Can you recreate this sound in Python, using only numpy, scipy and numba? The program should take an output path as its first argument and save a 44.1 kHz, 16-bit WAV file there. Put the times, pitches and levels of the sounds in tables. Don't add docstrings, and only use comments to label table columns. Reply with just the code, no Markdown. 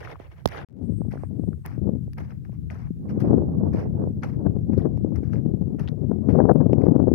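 import sys
import numpy as np
from scipy import signal
from scipy.fft import rfft, irfft, next_fast_len
from scipy.io import wavfile
from scipy.ndimage import uniform_filter1d, minimum_filter1d
from numba import njit

SR = 44100
rng = np.random.default_rng(int(sys.argv[2]) if len(sys.argv) > 2 else 0)


def to_linear_factor(level_db):
    exponent = np.asarray(level_db, float) / 20
    return 10 ** exponent


def digitize_waveform(pressure):
    field = np.atleast_2d(pressure).T
    bounded = np.clip(field, -1, 1)
    quanta = np.round(bounded * 32767).astype(np.int16)
    wavfile.write(sys.argv[1], SR, quanta)


N = 314874
T = np.arange(N) / SR
SIZE = next_fast_len(N + 4096)
HZ = np.arange(SIZE // 2 + 1) * SR / SIZE + 1e-3
CUT_S, BACK_S, FULL_S = 0.648, 0.677, 0.94


def unit(x):
    return x / np.sqrt(np.mean(x ** 2))


def on_log(hz, table, column=1):
    table = np.array(table, float)
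    return np.interp(np.log(hz), np.log(table[:, 0]), table[:, column])


def shape(x, gain):
    return irfft(rfft(x, SIZE) * gain, SIZE)[..., :N]


def walk(rate):
    hold = int(SR / rate)
    steps = np.repeat(rng.standard_normal(N // hold + 1), hold)
    return unit(uniform_filter1d(uniform_filter1d(steps, hold), hold)[:N])


def ports(pan_db):
    left = 2 / np.sqrt(1 + to_linear_factor(-2 * pan_db))
    return np.array([left, left * to_linear_factor(-pan_db)])


def thumps(table, rise, fall, glide):
    out = np.zeros(N + 1500)
    t = np.arange(-500, 1000) / SR
    for s, db, hz in table:
        cycles = hz * t
        swing = np.cos(2 * np.pi * (cycles - glide * cycles * np.tanh(cycles / 2)))
        swell = np.exp(-(cycles / np.where(t < 0, rise, fall)) ** 2)
        i = int(s * SR) - 500
        out[i:i + len(t)] += to_linear_factor(db) * swing * swell
    return out[:N]


def puffs(table, width_s=0.0051):
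    bumps = [np.exp(-((T[::64] - s) / width_s) ** 2) for s, db, hz in table]
    return np.max(bumps, axis=0).repeat(64)[:N]


# (frequency [Hz], relative level per Hz [dB])
WIND_COLOUR = [(25, -40.5), (35, -25.5), (50, -13), (80, 0.5), (140, 1.5), (220, -3.5), (400, -17.5),
               (700, -35), (1100, -53.5), (1600, -66.5), (2000, -80.5), (2500, -102), (3500, -106)]


def buffet(level_db, bright, stirred_db, rumble_db, throb_db=2.0, flap_db=3.0, knee_hz=148.5,
           rate=300.0, spread_db=1.96, smooth=1.215):
    size = to_linear_factor(spread_db * np.minimum(rng.exponential(size=SIZE), 4))
    knocks = unit((rng.random(SIZE) < rate / SR) * rng.standard_normal(SIZE) * size)
    air = rfft((knocks + smooth * rng.standard_normal(SIZE)) / np.hypot(1, smooth))
    throb = throb_db * walk(15.0) + flap_db * walk(60.0)
    stirred_db = uniform_filter1d(stirred_db - np.mean(stirred_db), size=128)
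    colour = to_linear_factor(on_log(HZ, WIND_COLOUR))
    core = colour[(HZ > 70) & (HZ < 200)]
    colour = colour / np.sqrt(np.mean(core ** 2) * 130 * 2 / SR)
    out = 0
    for hz in 25 * 2 ** np.arange(0, 7.6, 0.5):
        share = np.cos(np.pi / 2 * np.clip(2 * np.log2(HZ / hz), -1, 1)) ** 2
        octaves = np.log2(hz / knee_hz)
        depth = np.clip(0.17 + 0.57 * octaves, 0, 2.1)
        tilt = np.clip(octaves, 0, 2.9) + 0.25 * np.clip(octaves, -2, 0)
        db = level_db + rumble_db * max(-octaves - 0.5, 0) + bright * tilt
        db = db + depth * (throb + stirred_db) + walk(14.0)
        loss_db = np.log(10) / 20 * depth ** 2 * np.var(throb)
        out = out + to_linear_factor(db - loss_db) * irfft(air * colour * share, SIZE)[:N]
    return out


# (time [s], level [dB])
WIND_LEFT = [(0, -45), (.5, -52.5), (.7, -25.5), (.9, -23), (1, -26.5), (1.08, -26.5), (1.2, -29.5),
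             (1.33, -26.5), (1.45, -24.5), (1.64, -35), (1.87, -21), (2.13, -33.5), (2.4, -32.5),
             (2.65, -28), (2.83, -31.5), (3.03, -31), (3.17, -22.5), (3.26, -20.5), (3.35, -16.5),
             (3.5, -22.5), (3.68, -21), (3.85, -26), (4.03, -22.5), (4.24, -27), (4.48, -21.5), (4.65, -24),
             (4.78, -19), (5.05, -22.5), (5.22, -22), (5.5, -21.5), (5.83, -25.5), (6.12, -21.5),
             (6.25, -22.5), (6.31, -16), (6.39, -14.5), (6.52, -16.5), (6.59, -17.5), (6.7, -20.5),
             (6.78, -17), (6.88, -18), (6.94, -17.5), (7.14, -18)]
# (time [s], level [dB])
WIND_RIGHT = [(0, -43), (.3, -51.5), (.47, -36.5), (.65, -45.5), (1.3, -45), (2.2, -37), (2.45, -41.5),
              (2.65, -36.5), (2.85, -39), (3.25, -29.5), (3.85, -32), (4.3, -34.5), (4.7, -34.5),
              (5.25, -37.5), (5.75, -36), (6.15, -51), (6.4, -43), (6.55, -56), (6.85, -39), (7.14, -46)]
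# (level of neutral colour [dB],
# tilt gained per dB of wind [dB per octave], extra rumble [dB per octave])
BRIGHTENING = [(-25, 0.93, 1), (-35.5, 2.5, 3.5)]
BRIGHTEST_DB = 10.5


def wind(port, stirred_db):
    level_db = np.interp(T, *np.transpose([WIND_LEFT, WIND_RIGHT][port]))
    neutral_db, slope, rumble_db = BRIGHTENING[port]
    bright = np.minimum(slope * (level_db - neutral_db), BRIGHTEST_DB)
    return buffet(level_db, bright, stirred_db, rumble_db)


# (time [s], peak level [dB], pitch [Hz])
EDDIES = [(0.8133, -16, 272), (0.898, -14, 250), (0.9233, -14, 250), (1.0093, -13, 242), (1.086, -14, 210),
          (1.3973, -11.5, 271), (1.4363, -18, 279), (1.489, -9.5, 203), (1.78, -19.5, 340),
          (1.82, -11.5, 205), (1.8921, -7.5, 218), (1.9363, -15.5, 253), (2.2228, -18.5, 178),
          (2.9083, -12, 203), (3.1771, -8, 260), (3.2503, -12, 280), (3.3081, -3.5, 326), (3.33, -11, 330),
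          (3.3417, -2.5, 387), (3.3825, -4, 280), (3.6362, -8.5, 278), (3.748, -9, 316),
          (4.0069, -9.5, 274), (4.039, -15, 263), (4.4656, -5, 170), (4.566, -13.5, 302),
          (4.6984, -8.5, 253), (4.7333, -24, 228), (4.7795, -7.5, 300), (4.855, -14, 301),
          (5.0483, -7, 328), (5.1214, -25, 235), (5.2328, -12, 269), (5.4627, -9, 237), (5.539, -10.5, 252),
          (5.6132, -11.5, 229), (6.1143, -3.5, 239), (6.1876, -19.5, 238), (6.289, 0.5, 230),
          (6.353, -9, 290), (6.388, -5, 380), (6.4035, -4.5, 350), (6.453, -7.5, 363), (6.4926, -6.5, 372),
          (6.5144, -5, 280), (6.557, 0, 237), (6.6148, -8.5, 320), (6.6273, -20.5, 380),
          (6.662, -10.5, 329), (6.698, -7, 355), (6.7327, 1, 356), (6.84, -5, 332), (6.8678, -3, 430),
          (6.8844, -5, 343), (6.9207, -5, 249), (6.9624, -5, 350), (7.0, -6, 394), (7.041, -7.5, 350),
          (7.0735, -6, 390), (7.0813, -8.5, 420), (7.1172, -3.5, 342)]


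def eddies():
    return thumps(EDDIES, rise=0.38, fall=0.91, glide=0.45)


# (time [s], relative landing level [dB], relative rolling level [dB], rolling length [s])
STEPS = [(.005, -61.5, -56, 0.055), (0.073, -69, -57, 0.057), (0.196, -73.5, -62, 0.075),
         (0.313, -88, -73.5, 0.061), (0.379, -76.5, -74, 0.089), (0.482, -66.5, -57.5, 0.029),
         (0.517, -56, -53, 0.19), (1.111, -59.5, -61.5, .14), (1.652, -49.5, -61.5, 0.1),
         (2.179, -49.5, -59, 0.14), (2.45, -70.5, -81.5, 0.03), (2.522, -79, -82, 0.034),
         (2.705, -48.5, -60.5, 0.16), (3.09, -71, -64.5, 0.045), (3.202, -46.5, -60.5, 0.11),
         (3.732, -52.5, -57, 0.1), (4.232, -50, -59, .1), (4.729, -72.5, -68, 0.03),
         (4.776, -63, -66.5, .06), (5.156, -49.5, -78, .04), (5.233, -71, -65, 0.083),
         (5.329, -61.5, -66, 0.035), (5.793, -46.5, -60.5, 0.055), (5.88, -55, -73, 0.021),
         (6.291, -50, -63.5, 0.1), (6.813, -61, -77.5, 0.022), (6.835, -65.5, -68.5, 0.031)]
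LAND_RISE_S, LAND_FALL_S = 0.004, 0.006
SOLE_AFTER_S, SOLE_DB = 0.017, -19
ROLL_FADE_DB_PER_S = 61.5
LIFT_S = 0.026


def tread():
    out = np.zeros(N)
    for s, land_db, roll_db, length in STEPS:
        t = T - s
        after = np.maximum(t, 0)
        rise = np.exp(np.minimum(t, 0) / LAND_RISE_S)
        sole = to_linear_factor(SOLE_DB) * np.exp(-np.abs(t - SOLE_AFTER_S) / LAND_RISE_S)
        land = to_linear_factor(land_db) * (np.exp(-after / LAND_FALL_S) + sole)
        lift = np.exp(-np.maximum(t - length, 0) / LIFT_S)
        roll = to_linear_factor(roll_db - ROLL_FADE_DB_PER_S * after) * lift
        out += rise * (land + roll)
    return out


@njit
def grains(start, hz, size, turn, cycles, count):
    out = np.zeros(count + 4000)
    for k in range(len(start)):
        if size[k] > 1e-6:
            pole = np.exp((2j * np.pi - 1 / cycles) * hz[k] / SR)
            z = size[k] * hz[k] / 3000 * np.exp(2j * np.pi * turn[k])
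            for i in range(min(int(8 * cycles * SR / hz[k]), 3900)):
                out[start[k] + i] += z.imag * i * hz[k] / SR / cycles
                z *= pole
    return out[:count]


# (time [s], relative level [dB], relative treble level [dB], left minus right before colouring [dB])
SNAPS = [(0.4556, -28, -11, 8), (0.459, -32.5, 1.5, -10), (0.4745, -32, -9, -18), (0.4865, -41, -6, -9),
         (1.6603, -31, -3, -12), (2.1322, -44.5, -15, 7.5), (3.2024, -44, -15.5, 14.5),
         (4.0896, -54, -8.5, -6), (4.974, -50, -10.5, -7.5), (5.159, -46, -13, 9), (6.538, -66, 5.5, 6.5),
         (6.731, -42.5, -28, 46)]
# (frequency [Hz], relative left gain [dB], relative right gain [dB])
GRAVEL_COLOUR = [(150, -13, -7), (350, 1.5, 12), (870, 4.5, 7), (1230, 4.5, -2), (2100, 1.5, -6.5),
                 (2530, -5, -12), (3700, -21.5, -20.5), (4500, -13, -28), (5600, -10, -29),
                 (6440, -19, -29.5), (7450, -32.5, -33), (10700, -20, -37.5), (12400, -27, -34),
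                 (14000, -25, -31.5), (16000, -37, -36.5)]
# (frequency [Hz], gain [dB])
TURNED = [(700, 1.5), (1300, -0.5), (2500, 3), (3600, 8), (5000, -4.5), (7500, 0), (11000, -1)]
STONE_CYCLES = 2.3
DULLING_DB_PER_S = 29.5


def gravel(rate=9000.0, spread_db=2.5, grind=0.17, clump_db=3.0, lag_s=0.0015, port_gain_db=9.0,
           case_loss_db=12.0):
    weight = tread() * to_linear_factor(clump_db * walk(70.0))
    chance = rng.random((int(rate * N / SR), 3))
    start = (chance[:, 0] * (N - 200)).astype(np.int64)
    hz = 250 * 64 ** chance[:, 1]
    size = to_linear_factor(spread_db * np.minimum(-np.log(1 - chance[:, 2]), 4))
    size = size / np.sqrt(np.mean(size ** 2) * rate / SR)
    landed = np.array([row[0] for row in STEPS])
    latest = np.maximum(np.searchsorted(landed, start / SR) - 1, 0)
    age = np.maximum(start / SR - landed[latest], 0)
    size = size * to_linear_factor(-DULLING_DB_PER_S * age * np.maximum(np.log2(hz / 2500), 0))
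    top = 1 / (1 + (7200 / HZ) ** 16)
    out = np.empty((2, N))
    for port in range(2):
        path = rng.random((len(start), 2))
        lag = (path[:, 0] * lag_s * SR).astype(np.int64)
        crunch = grains(start + lag, hz, size * weight[start], path[:, 1], STONE_CYCLES, N)
        crunch = crunch + grind * weight * rng.standard_normal(N)
        low, high = crunch.copy(), crunch.copy()
        for s, db, top_db, pan_db in SNAPS:
            burst = rng.standard_normal(160) * np.exp(-np.arange(160) / 47.0)
            snap = to_linear_factor(db) * ports(pan_db)[port] * burst
            snap = np.diff(snap, prepend=0) * np.e
            i = int((s + 0.001) * SR)
            low[i:i + len(snap)] += snap
            high[i:i + len(snap)] += to_linear_factor(top_db + case_loss_db) * snap
        colour = to_linear_factor(on_log(HZ, GRAVEL_COLOUR, column=1 + port) + port_gain_db)
        out[port] = shape(low, colour * (1 - top)) + shape(high, colour * top)
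    return np.where(T < BACK_S, shape(out, to_linear_factor(on_log(HZ, TURNED))), out)


# (time [s], peak level at the left port [dB], pitch [Hz], left minus right [dB])
CLACKS = [(0.0307, -32.5, 1730, 7), (0.0742, -27, 1460, 16), (0.157, -32.5, 1150, 11),
          (0.4586, -19.5, 5430, 13.5), (0.4756, -50, 5460, -23), (0.4885, -39, 5000, -5),
          (0.521, -28.5, 2000, 5), (0.548, -28, 1390, 8), (1.121, -39.5, 2220, 11.5),
          (1.176, -37.5, 1520, 9), (1.237, -43, 1200, 8), (1.5311, -40.5, 1420, 15), (1.661, -35, 2010, 13),
          (1.717, -52, 1700, 6), (2.186, -34, 2100, 7), (2.3063, -45, 1500, 8), (2.3227, -46, 1900, 9),
          (2.4514, -41.5, 1730, 21), (2.521, -57, 2300, 13), (2.702, -30.5, 2170, 11),
          (3.8755, -53, 1780, 10), (4.225, -45, 5130, 15), (4.78, -41, 4600, 21), (4.822, -50, 3600, 10),
          (5.334, -33.5, 1580, 20), (5.3573, -43.5, 2060, 6), (5.8, -37, 1580, 10),
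          (5.8767, -30.5, 3170, 10), (5.884, -41, 3500, -2), (5.888, -32, 3940, 12), (6.295, -37, 2080, 7),
          (6.732, -30, 2600, 44.5), (6.8127, -56, 2290, 5)]


def clacks():
    left = [row[:3] for row in CLACKS]
    right = [(s, db - pan_db, hz) for s, db, hz, pan_db in CLACKS]
    return np.array([thumps(table, rise=0.6, fall=2.2, glide=0.08) for table in (left, right)])


# (time [s], peak level [dB], pitch [Hz])
GRIP = [(0.2012, -25, 443), (1.0178, -20.5, 517), (1.052, -28, 422), (1.1386, -20, 494),
        (1.157, -21.5, 445), (1.172, -28, 500.0), (1.2361, -18, 550), (1.3793, -36.5, 350),
        (2.0802, -27.5, 350), (2.2063, -27, 455), (2.3236, -43, 340), (2.4956, -32.5, 460),
        (2.5306, -37, 425), (3.2636, -16, 423.0), (3.4228, -14.5, 458), (3.6536, -31, 372),
        (4.0743, -16.5, 416), (4.9766, -22, 438), (5.7873, -27, 428), (6.3353, -23.5, 597)]


def grip():
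    return thumps(GRIP, rise=0.36, fall=0.8, glide=0.8)


# (start pitch [Hz], relative level [dB], time to fall 60 dB [s],
# time in which the pitch halves [s])
CASE = [(1050, -2.5, 0.014, 0.00139), (340, -14.5, 0.063, 0.0032), (3370, -6, 0.0021, 0.044)]
KNOCK_S = 0.4575


def knock(left_db=-9.5, right_db=6.5):
    t = np.maximum(T - KNOCK_S, 0)
    ring = 0
    for hz, db, t60, sag in CASE:
        tone = np.sin(2 * np.pi * hz * sag * np.log(1 + t / sag))
        ring = ring + to_linear_factor(db) * tone * np.exp(-np.log(1000) * t / t60)
    ring = ring * t / (t + 0.00012)
    thin = shape(ring, np.hypot(HZ / np.hypot(HZ, 1200.0), 1 / (1 + (HZ / 370.0) ** 4)))
    return np.array([-to_linear_factor(left_db) * thin, to_linear_factor(right_db) * ring])


# (time [s], relative level [dB])
INSECT = [(.72, -100), (.85, -73.5), (.98, -77), (1.05, -86), (1.18, -82), (1.3, -80.5), (1.36, -92),
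          (1.42, -81.5), (1.55, -79), (1.63, -83.5), (1.72, -93), (1.85, -92), (2.05, -84), (2.3, -106),
          (2.8, -96), (3.2, -110)]
# (frequency [Hz], width [Hz], relative level [dB])
INSECT_BODY = [(6750, 420, -7), (8330, 260, 2.5), (9100, 700, -1)]
INSECT_RATE_HZ = 361.4


def insect(right_db=-20.5):
    waver = 1 + walk(3.0) / 1000 + walk(40.0) / 700.0
    phase = np.cumsum(INSECT_RATE_HZ * waver) / SR
    chirp_db = 6.0 * np.minimum(walk(30.0), 0.6)
    song = 0
    for k in range(16, 30):
        line_hz = k * INSECT_RATE_HZ
        body = sum(to_linear_factor(db) / np.hypot(1, 2 * (line_hz - hz) / width) ** 2 for hz, width, db in INSECT_BODY)
        song = song + body * to_linear_factor(chirp_db + 3.0 * walk(13.0)) * np.sin(2 * np.pi * k * phase)
    s, db = np.transpose(INSECT)
    level = to_linear_factor(np.interp(T, s, db, left=-140, right=-140))
    return level * song * np.array([[1], [to_linear_factor(right_db)]])


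def scene():
    left = wind(port=0, stirred_db=6.9 * puffs(EDDIES)) + eddies()
    right = wind(port=1, stirred_db=2.3 * puffs(GRIP)) + grip()
    return np.array([left, right]) + gravel() + clacks() + knock() + insect()


# (frequency [Hz], relative level per Hz [dB])
HISS = [(300, 8), (1500, 10.5), (3000, 4.5), (8000, 1.5), (16000, 4.5)]


def preamp_hiss(level_db=-73.5):
    return to_linear_factor(level_db) * unit(shape(rng.standard_normal((2, N)), to_linear_factor(on_log(HZ, HISS))))


def limiter(x):
    room = minimum_filter1d(np.minimum(1, 0.96 / (np.abs(x) + 1e-9)), size=500)
    return x * uniform_filter1d(uniform_filter1d(room, size=250), size=250)


def dropout(x, fade_step_s=0.0101):
    held = BACK_S + (T - BACK_S) // fade_step_s * fade_step_s
    fall = np.clip((CUT_S - T) / 0.0011, 0, 1)
    climb = np.clip((held - BACK_S) / (FULL_S - BACK_S), 0, 1)
    return np.where(T < BACK_S, fall, climb) * x


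def low_pass(x):
    return signal.sosfilt(signal.butter(12, 16360, fs=SR, output="sos"), x)


def record(dry):
    x = shape(dry + preamp_hiss(), (HZ < 15800) / np.hypot(1, (38 / HZ) ** 3))
    mix = dropout(limiter(x))
    return low_pass(mix)


dry = scene()
out = record(dry)
digitize_waveform(out)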